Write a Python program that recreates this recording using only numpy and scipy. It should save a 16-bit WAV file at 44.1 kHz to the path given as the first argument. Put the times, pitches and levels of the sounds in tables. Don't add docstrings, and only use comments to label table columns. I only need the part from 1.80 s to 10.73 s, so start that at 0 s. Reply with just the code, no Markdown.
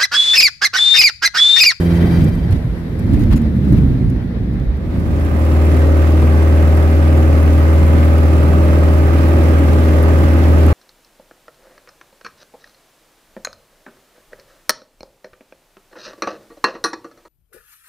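import sys
import numpy as np
from scipy import signal
from scipy.fft import rfft, irfft, next_fast_len
from scipy.io import wavfile
from scipy.ndimage import uniform_filter1d, map_coordinates

SR = 44100
rng = np.random.default_rng(int(sys.argv[2]) if len(sys.argv) > 2 else 0)


def store_wav(level_fs):
    pcm = np.round(np.clip(np.atleast_2d(level_fs), -1, 1) * 32767)
    wavfile.write(sys.argv[1], SR, pcm.T.astype(np.int16))


def convert_level_to_amplitude(level_db):
    exponent = np.asarray(level_db, float) / 20
    return 10 ** exponent


N = 393813

# [start t/s, end t/s]
DISSOLVE = (2.88, 3.81)

# [t/s, f/Hz]
CYCLE_RATE = [(3, 19.62), (3.5, 19.66), (4.1, 19.82), (4.7, 19.89), (5.9, 19.93), (7.1, 19.95),
              (8.93, 20.06)]
# [multiple of the cycle, left level/dB, right level/dB]
CABIN_ORDERS = [(2, -38, -35), (3, -35, -36), (4, -8.5, -9.5), (6, -33, -31), (7, -28, -27),
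                (8, -33, -31.5), (9, -32, -33), (10, -38.5, -36.5), (12, -29.5, -27), (14, -33, -28.5),
                (15, -31, -32.5), (16, -32, -27.5), (17, -33.5, -30.5), (19, -34, -36.5), (20, -33, -32),
                (21, -36, -44), (24, -50, -36.5), (25, -35.5, -45.5), (26, -35.5, -38), (27, -43, -36),
                (28, -32.5, -29.5), (30, -38, -34.5), (31, -40, -37), (34, -49, -42), (38, -45, -44),
                (43, -48, -49), (61, -49, -43)]
# [multiple of the cycle, level/dB]
PANEL_ORDERS = [(70, -55), (75, -53), (77, -52), (81, -52), (87, -56), (92, -52), (95, -53), (100, -58),
                (104, -53), (119, -59), (128, -59), (130, -59), (140, -62)]
FIRING = [
    (0, 0.74),
    (.4, 0.56),
    (.62, .3),
    (.9, 1),
]
# [f/Hz, level/dB per Hz]
AIRFRAME = [(8, -11), (28, -16), (40, -3), (65, -2.5), (140, 0), (205, -4), (270, 2.5), (340, -1),
            (420, -4.5), (600, -8), (700, -10.5), (950, -18), (1060, -20.5), (1170, -14.5), (1290, -19.5),
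            (1400, -31), (1800, -53.5)]
# [f/Hz, level/dB per Hz]
SLIPSTREAM = [(760, -20), (1300, -3), (1380, -6.5), (1550, -0.5), (1710, -5), (2040, -6), (2540, -8.5),
              (3480, -15.5), (6810, -23), (7800, -23), (8750, -26), (11700, -22.5), (15100, -29),
              (15900, -22)]
# [f/Hz, lead/rad]
PORT_LEAD = [(60, 0.3), (300, 0.11), (600, 1.1), (1000, 0.76), (1300, 1.74), (1800, 4.74), (2300, 6.15),
             (3000, 9.3)]
# [f/Hz, correlation]
ALIKE_RUN = [ (60, 0.9), (300, 0.84), (450, 0.41), (650, 1), (1000, 0.35), (1350, 0.68), (2000, 0.26),
             (3500, 0.066), (15000, 0.031)]
# [f/Hz, level/dB]
LEAN_RUN = [(60, -14), (130, 4), (290, -0.5), (640, -3.5), (1410, -8), (3100, 1), (6820, 2), (15000, 0)]
# [t/s, peak level/dB]
TICKS = [(3.398, -28), (3.45, -31), (3.592, -35), (3.649, -32), (3.854, -33), (4.417, -35), (4.971, -41),
         (6.067, -31), (6.249, -33), (6.568, -36), (7.179, -33), (7.271, -34), (7.733, -36), (7.877, -38),
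         (7.931, -32), (8.166, -31), (8.227, -25), (8.717, -34), (8.864, -23)]
# [f/Hz, level/dB per Hz]
GRIT = [(3000, -40), (6000, -12.0), (11000, 1), (15800, -7.5)]

# [multiple of the pitch, level/dB]
REED = [(2, -50), (2.5, -51), (3, -49), (4, -50), (5, -56), (6, -52), (7, -60), (8, -62), (10, -69),
        (13, -65), (14, -62), (15, -63), (17, -67), (19, -65), (20, -69)]
# [start t/s, end t/s]
HORN_STICKS = (.305, .38)
# [t/s, blade rate f/Hz, load level/dB]
BLADES = [(0, 85.77, -0.5), (.4, 84.3, 1), (.55, 83.46, -7.5), (1.05, 82.97, -9.5), (1.18, 81.5, -6),
          (1.62, 75.68, -0.5), (1.97, 67.37, -3.5), (2.2, 63.9, -6), (2.6, 59.78, -9.5)]
# [f/Hz, level/dB]
CABIN_ANSWER = [(65, -18), (85, -19), (130, -21), (160, -33), (168, -14), (190, -27), (222, -18),
                (255, -27), (325, -37), (342, -26)]
# [t/s, peak level/dB, pitch f/Hz]
RUTS = [(0.367, 0, 84.5), (0.418, 1.5, 150), (0.479, -2.5, 86.5), (0.699, 5, 94.2), (0.744, -28, 65),
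        (0.839, -1, 122.5), (1.311, 0, 97.6), (1.389, -2, 83.4), (1.509, 3, 55), (1.919, 3, 101.4),
        (1.979, 0.5, 137), (2.219, -2.5, 65.5), (2.68, -16, 56.72), (2.861, 0.5, 53.8), (3.2, -10, 64.9),
        (3.501, -4, 73.6)]
# [t/s, high level/dB, low level/dB, length/s]
RATTLES = [(0.385, -51, -40, 0.033), (0.438, -40, -46, .012), (.48, -49, -55, .02), (.546, -47, -55, .01),
           (0.707, -45, -50, 0.0036), (0.708, -49, -39.5, 0.025), (0.74, -54, -44, .03),
           (1.19, -47, -56, .008), (1.262, -56, -56, .01), (1.312, -52, -56, 0.0054),
           (1.33, -47, -37, 0.017), (1.342, -55, -46, .03), (1.39, -50, -42.5, 0.051),
           (1.506, -48, -32, .034), (1.524, -45, -39, .01), (1.555, -44, -38, .024),
           (1.617, -43, -57, .004), (1.841, -54, -46, .01), (1.921, -44, -50, .008),
           (1.924, -55, -40, .025), (1.962, -52, -40.5, .025), (2.28, -58, -62, .004),
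           (2.295, -45, -52, 0.0091), (2.365, -59, -60, .004), (2.734, -55, -60, 0.0054),
           (2.963, -56, -60, .012), (3.193, -49, -55, .01), (3.253, -54, -51, 0.015)]
# [f/Hz, level/dB per Hz]
CLATTER = [(350, -30), (600, -3), (900, 0), (2000, -5), (4000, -11), (6500, -22), (9000, -40)]
# [f/Hz, level/dB, t60/s]
BUCKLE_MODES = [(6170, -18, 0.096), (7000, -2, 0.12), (9351, -6, 0.36), (11750, -6, 0.08),
                (13680, -26, 0.28)]
# [t/s, level/dB]
BUCKLE_HIT = (1.562, -40.5)

# [t/s, level/dB]
GRAVEL = [(0, -21.5), (.45, -14.5), (.54, -21.5), (.75, -18), (.82, -27.5), (1.0, -25.5), (1.2, -20.5),
          (1.34, -11.5), (1.52, -14), (1.6, -16), (1.8, -18.5), (1.93, -10), (2.19, -17.5), (2.35, -20.5),
          (2.6, -21), (2.85, -21), (3.05, -23.5), (3.2, -17.5)]
# [f/Hz, level/dB per Hz]
BOOM = [(8, -20), (27, -17), (37, 7), (50, 11), (72, 12.5), (100, -16), (130, -69)]
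# [f/Hz, level/dB per Hz]
RUMBLE = [(60, -48), (95, 6), (130, 2), (230, -0.5), (330, -7.5), (450, -24), (700, -59)]
# [f/Hz, level/dB per Hz]
ROAR = [(210, -25), (350, -6.5), (385, -4), (488, -7), (767, -16), (1190, -22), (1940, -20.5),
        (2910, -31.5), (3910, -31), (6000, -43.5), (7800, -75), (13200, -120)]
# [f/Hz, level/dB per Hz]
HISS = [(3500, -24), (5000, -2.5), (6500, -3.5), (8700, -2.5), (11500, 0.5), (14000, -2), (15900, -13)]
# [start t/s, end t/s]
THRUST_OFF = (0.36, 0.53)
# [f/Hz, correlation]
ALIKE_ROLL = [(60, 0.88), (240, 0.91), (950, 0.24), (3770, -0.22), (15000, -0.05)]
# [f/Hz, level/dB]
LEAN_ROLL = [(60, -3), (180, -2.0), (550, 0), (1650, 2), (4970, 5), (15000, 0)]


def unit(x):
    return x / np.sqrt(np.mean(x ** 2) + 1e-20)


def along(points, hz):
    f, v = np.transpose(points)
    return np.interp(np.log(hz + 1), np.log(f + 1), v)


def curves(rows):
    s, *cols = np.transpose(rows)
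    return [np.interp(np.arange(N) / SR, s, c) for c in cols]


def wobble(rate, size=N):
    coarse = np.arange(0, size + 64, 64)
    knots = rng.standard_normal(int(size * rate / SR) + 4)
    return np.interp(np.arange(size), coarse, map_coordinates(knots, [coarse * rate / SR]))


def filtered(x, response):
    m = next_fast_len(N + 8192)
    return irfft(rfft(x, m) * response(np.fft.rfftfreq(m, 1 / SR)), m)[..., :N]


def rush(spectrum, alike, lean, patchy_db):
    z = signal.stft(rng.standard_normal((2, N)), nperseg=512)[2]
    field = uniform_filter1d(rng.standard_normal(z.shape[1:]), size=8, axis=0)
    field = uniform_filter1d(field, size=6, axis=1)
    pair = signal.istft(z * convert_level_to_amplitude(patchy_db * unit(field)), nperseg=512)[1][:, :N]

    def mid_side(hz):
        turn = np.arccos(np.clip(along(alike, hz), -1, 1)) / 2
        return convert_level_to_amplitude(along(spectrum, hz)) * [np.cos(turn), np.sin(turn)]

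    mid, side = filtered(pair, mid_side)
    leaning = lambda hz: convert_level_to_amplitude(along(lean, hz) * np.array([[.5], [-.5]]))
    return unit(filtered(np.array([mid + side, mid - side]), leaning))


def bursts(events):
    env, t = np.zeros(N + SR), np.arange(SR // 4) / SR
    for s, db, t60 in events:
        env[round(s * SR):][:len(t)] += convert_level_to_amplitude(db - 60 * t / max(t60, .003)) * (1 - np.exp(-t / 0.00073))
    return env[:N]


def held(events, edge_s):
    env = np.zeros(N)
    for start, end, db in events:
        env[round(start * SR):round(end * SR)] += convert_level_to_amplitude(db)
    fall = np.exp(-np.arange(SR // 20) / (edge_s * SR))
    return signal.fftconvolve(env, fall / fall.sum())[:N]


def engine():
    tone_db, frame_db, stream_db = -10, -22.5, -44.5
    gathered_db = 0.48 * (np.arange(N) / SR - 4)
    frame_db, stream_db = frame_db + gathered_db, stream_db + gathered_db
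    cycles = np.cumsum(curves(CYCLE_RATE)[0]) / SR
    heard = slice(round(DISSOLVE[0] * SR), N)
    size = N - heard.start

    shaft = [(k, *(-48.5 + 1.5 * rng.standard_normal(2))) for k in range(36, 68, 2)]
    panel_orders = [(k, db + 3, db + 3) for k, db in PANEL_ORDERS]
    tones = np.zeros((2, N))
    for k, left_db, right_db in CABIN_ORDERS + shaft + panel_orders:
        loose = .12 if k == 4 else 1
        start, lag = rng.uniform(0, 2 * np.pi), (k - 4) / 110 * rng.standard_normal()
        wander = loose * (.3 * wobble(4, size) + k / 70 * wobble(14, size))
        phase = 2 * np.pi * k * cycles[heard] + start + wander
        if k == 4:
            level_db = tone_db + 12.5 + .4 * wobble(1.5, size)
        else:
            level_db = frame_db[heard] + 24.7
        swell = convert_level_to_amplitude(level_db + loose * 2 * wobble(5, size))
        ceiling_db = -32 if k < 3.5 else 0
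        sides = convert_level_to_amplitude(np.minimum([[left_db], [right_db]], ceiling_db))
        angle = (phase % (2 * np.pi) + [[lag], [-lag]]).astype(np.float32)
        tones[:, heard] += swell * sides * np.sin(angle)

    knock = sum(strength * np.exp(-((cycles - place) % 1) / 0.06) for place, strength in FIRING)
    frame = rush(AIRFRAME, ALIKE_RUN, LEAN_RUN, 1.6)
    panels = filtered(frame, lambda hz: 1 / (1 + (900 / (hz + 1)) ** 4))
    frame = frame + 2.2 * knock * panels
    air = rush(SLIPSTREAM, ALIKE_RUN, LEAN_RUN, 0.84)
    stream = unit((1 + 0.76 * knock) * convert_level_to_amplitude(0.47 * wobble(14)) * air)
    return tones + convert_level_to_amplitude(frame_db) * frame + convert_level_to_amplitude(stream_db + 11.5) * stream


def stall_horn():
    horn_hz, scoop, scoop_s = 785, .03, .008
    period_s, slows_s, closed_s = .05, .00018, .027
    horn_db, fade_s, fade_db_s = 1.5, 0.35, 39
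    flutter = np.arange(14)
    on = flutter * (period_s + slows_s * flutter)
    level_db = horn_db - fade_db_s * np.maximum(on - fade_s, 0)
    stick, release = HORN_STICKS
    spans = [(s, s + closed_s, db) for s, db in zip(on, level_db) if not stick <= s < release]
    spans.append((stick, release, horn_db))

    t = np.arange(SR) / SR
    since = t - on[np.searchsorted(on, t, 'right') - 1]
    pitch_hz = horn_hz * (1 - scoop * np.exp(-since / scoop_s - t / .25))
    turn = 2 * np.pi * np.cumsum(pitch_hz) / SR + 0.078 * wobble(35, size=SR)

    def overtone(k, db):
        level = convert_level_to_amplitude(db + 5 + 1.6 * wobble(25, size=SR))
        return level * np.sin(k * turn + .4 * wobble(10, size=SR))

    ears = [sum(overtone(k, db) for k, db in REED) for _ in range(2)]
    return held(spans, .003) * np.pad(ears, ((0, 0), (0, N - SR)))


def propeller():
    hz, load_db = curves(BLADES)
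    turn = 2 * np.pi * np.cumsum(hz) / SR
    tones = np.zeros(N)
    for k in range(1, 5):
        level_db = load_db + along(CABIN_ANSWER, k * hz) + 3 + 1.1 * wobble(8)
        tones += convert_level_to_amplitude(level_db) * np.sin(k * turn + .12 * wobble(6))
    return tones * (np.arange(N) < 2.8 * SR) * convert_level_to_amplitude([[-.8], [.8]])


def ruts():
    out, t = np.zeros(N + SR), np.arange(SR // 4) / SR
    for s, db, hz in RUTS:
        ring = convert_level_to_amplitude(db - 5.5 - 60 * t / 0.21) * (1 - np.exp(-t / 0.0075))
        out[round(s * SR):][:len(t)] += ring * np.sin(2 * np.pi * hz * t)
    return out[:N] * convert_level_to_amplitude([[-.7], [.7]])


def rattles():
    crackle = unit(convert_level_to_amplitude(3 * np.array([wobble(400), wobble(400)])))
    high_env = held([(s, s + span, db) for s, db, _, span in RATTLES], 0.0016)
    low_env = held([(s, s + span, db) for s, _, db, span in RATTLES], 0.0055)
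    high = high_env * rush(HISS, ALIKE_ROLL, LEAN_ROLL, 2.3)
    low = low_env * rush(CLATTER, ALIKE_ROLL, LEAN_ROLL, 2)
    hit_s, hit_db = BUCKLE_HIT
    t = np.maximum(np.arange(N) / SR - hit_s, 0)
    ring = sum(convert_level_to_amplitude(db - 60 * t / min(t60, .1)) * np.sin(2 * np.pi * hz * t) for hz, db, t60 in BUCKLE_MODES)
    return (high + low) * crackle + convert_level_to_amplitude(hit_db) * ring


def stones():
    draws = rng.random((700, 2))
    spray = [(3.1 + 5.8 * u, -50 + min(-5 * np.log(1 - v), 14), .012) for u, v in draws]
    hits = [(s, db, .015) for s, db in TICKS]
    return bursts(spray + hits) * rush(GRIT, ALIKE_RUN, LEAN_RUN, 3.2)


def wheels():
    boom_db, jolt_db, jolt_rise_s = -6, -22.5, 0.042
    gravel_db, = curves(GRAVEL)
    t = np.arange(N) / SR
    thrust = np.interp(t, THRUST_OFF, (1, 0))
    jolts = np.zeros(N)
    for s, db, _ in RUTS:
        since = np.maximum(t - s, 0) / jolt_rise_s
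        jolts += convert_level_to_amplitude(jolt_db + 0.23 * db) * since * np.exp(1 - since)
    roar_db = -25 + 0.32 * gravel_db - 1.67 * t + 5.5 * thrust
    hiss_db = np.maximum(-51.5 - 5.5 * t + 5.5 * thrust, -77)
    layer = lambda spectrum, patchy_db: rush(spectrum, ALIKE_ROLL, LEAN_ROLL, patchy_db)
    boom = (convert_level_to_amplitude(gravel_db + boom_db) + jolts) * layer(BOOM, 0.97)
    rumble = convert_level_to_amplitude(gravel_db + 1.2 * wobble(25.55)) * layer(RUMBLE, 1.16)
    roar = convert_level_to_amplitude(roar_db + 0.67 * wobble(30.07)) * layer(ROAR, 1.06)
    hiss = convert_level_to_amplitude(hiss_db + .8 * wobble(40)) * layer(HISS, 1.2)
    return boom + rumble + roar + hiss


def scene():
    fade = np.interp(np.arange(N) / SR, DISSOLVE, (0, 1))
    ports = lambda hz: np.exp(.5j * along(PORT_LEAD, hz) * np.array([[1], [-1]]))
    take_off = filtered(engine(), ports) + stones()
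    roll_out = stall_horn() + propeller() + ruts() + rattles() + (1 - fade ** 2) * wheels()
    return fade * take_off + roll_out


def low_pass(x):
    return signal.sosfilt(signal.butter(12, 16190, fs=SR, output="sos"), x)


def record(dry):
    capped = dry / (1 + np.abs(dry / .98) ** 8) ** (1 / 8)
    mix = filtered(capped, lambda hz: hz < 15800)
    return low_pass(mix)


dry = scene()
out = record(dry)
store_wav(out)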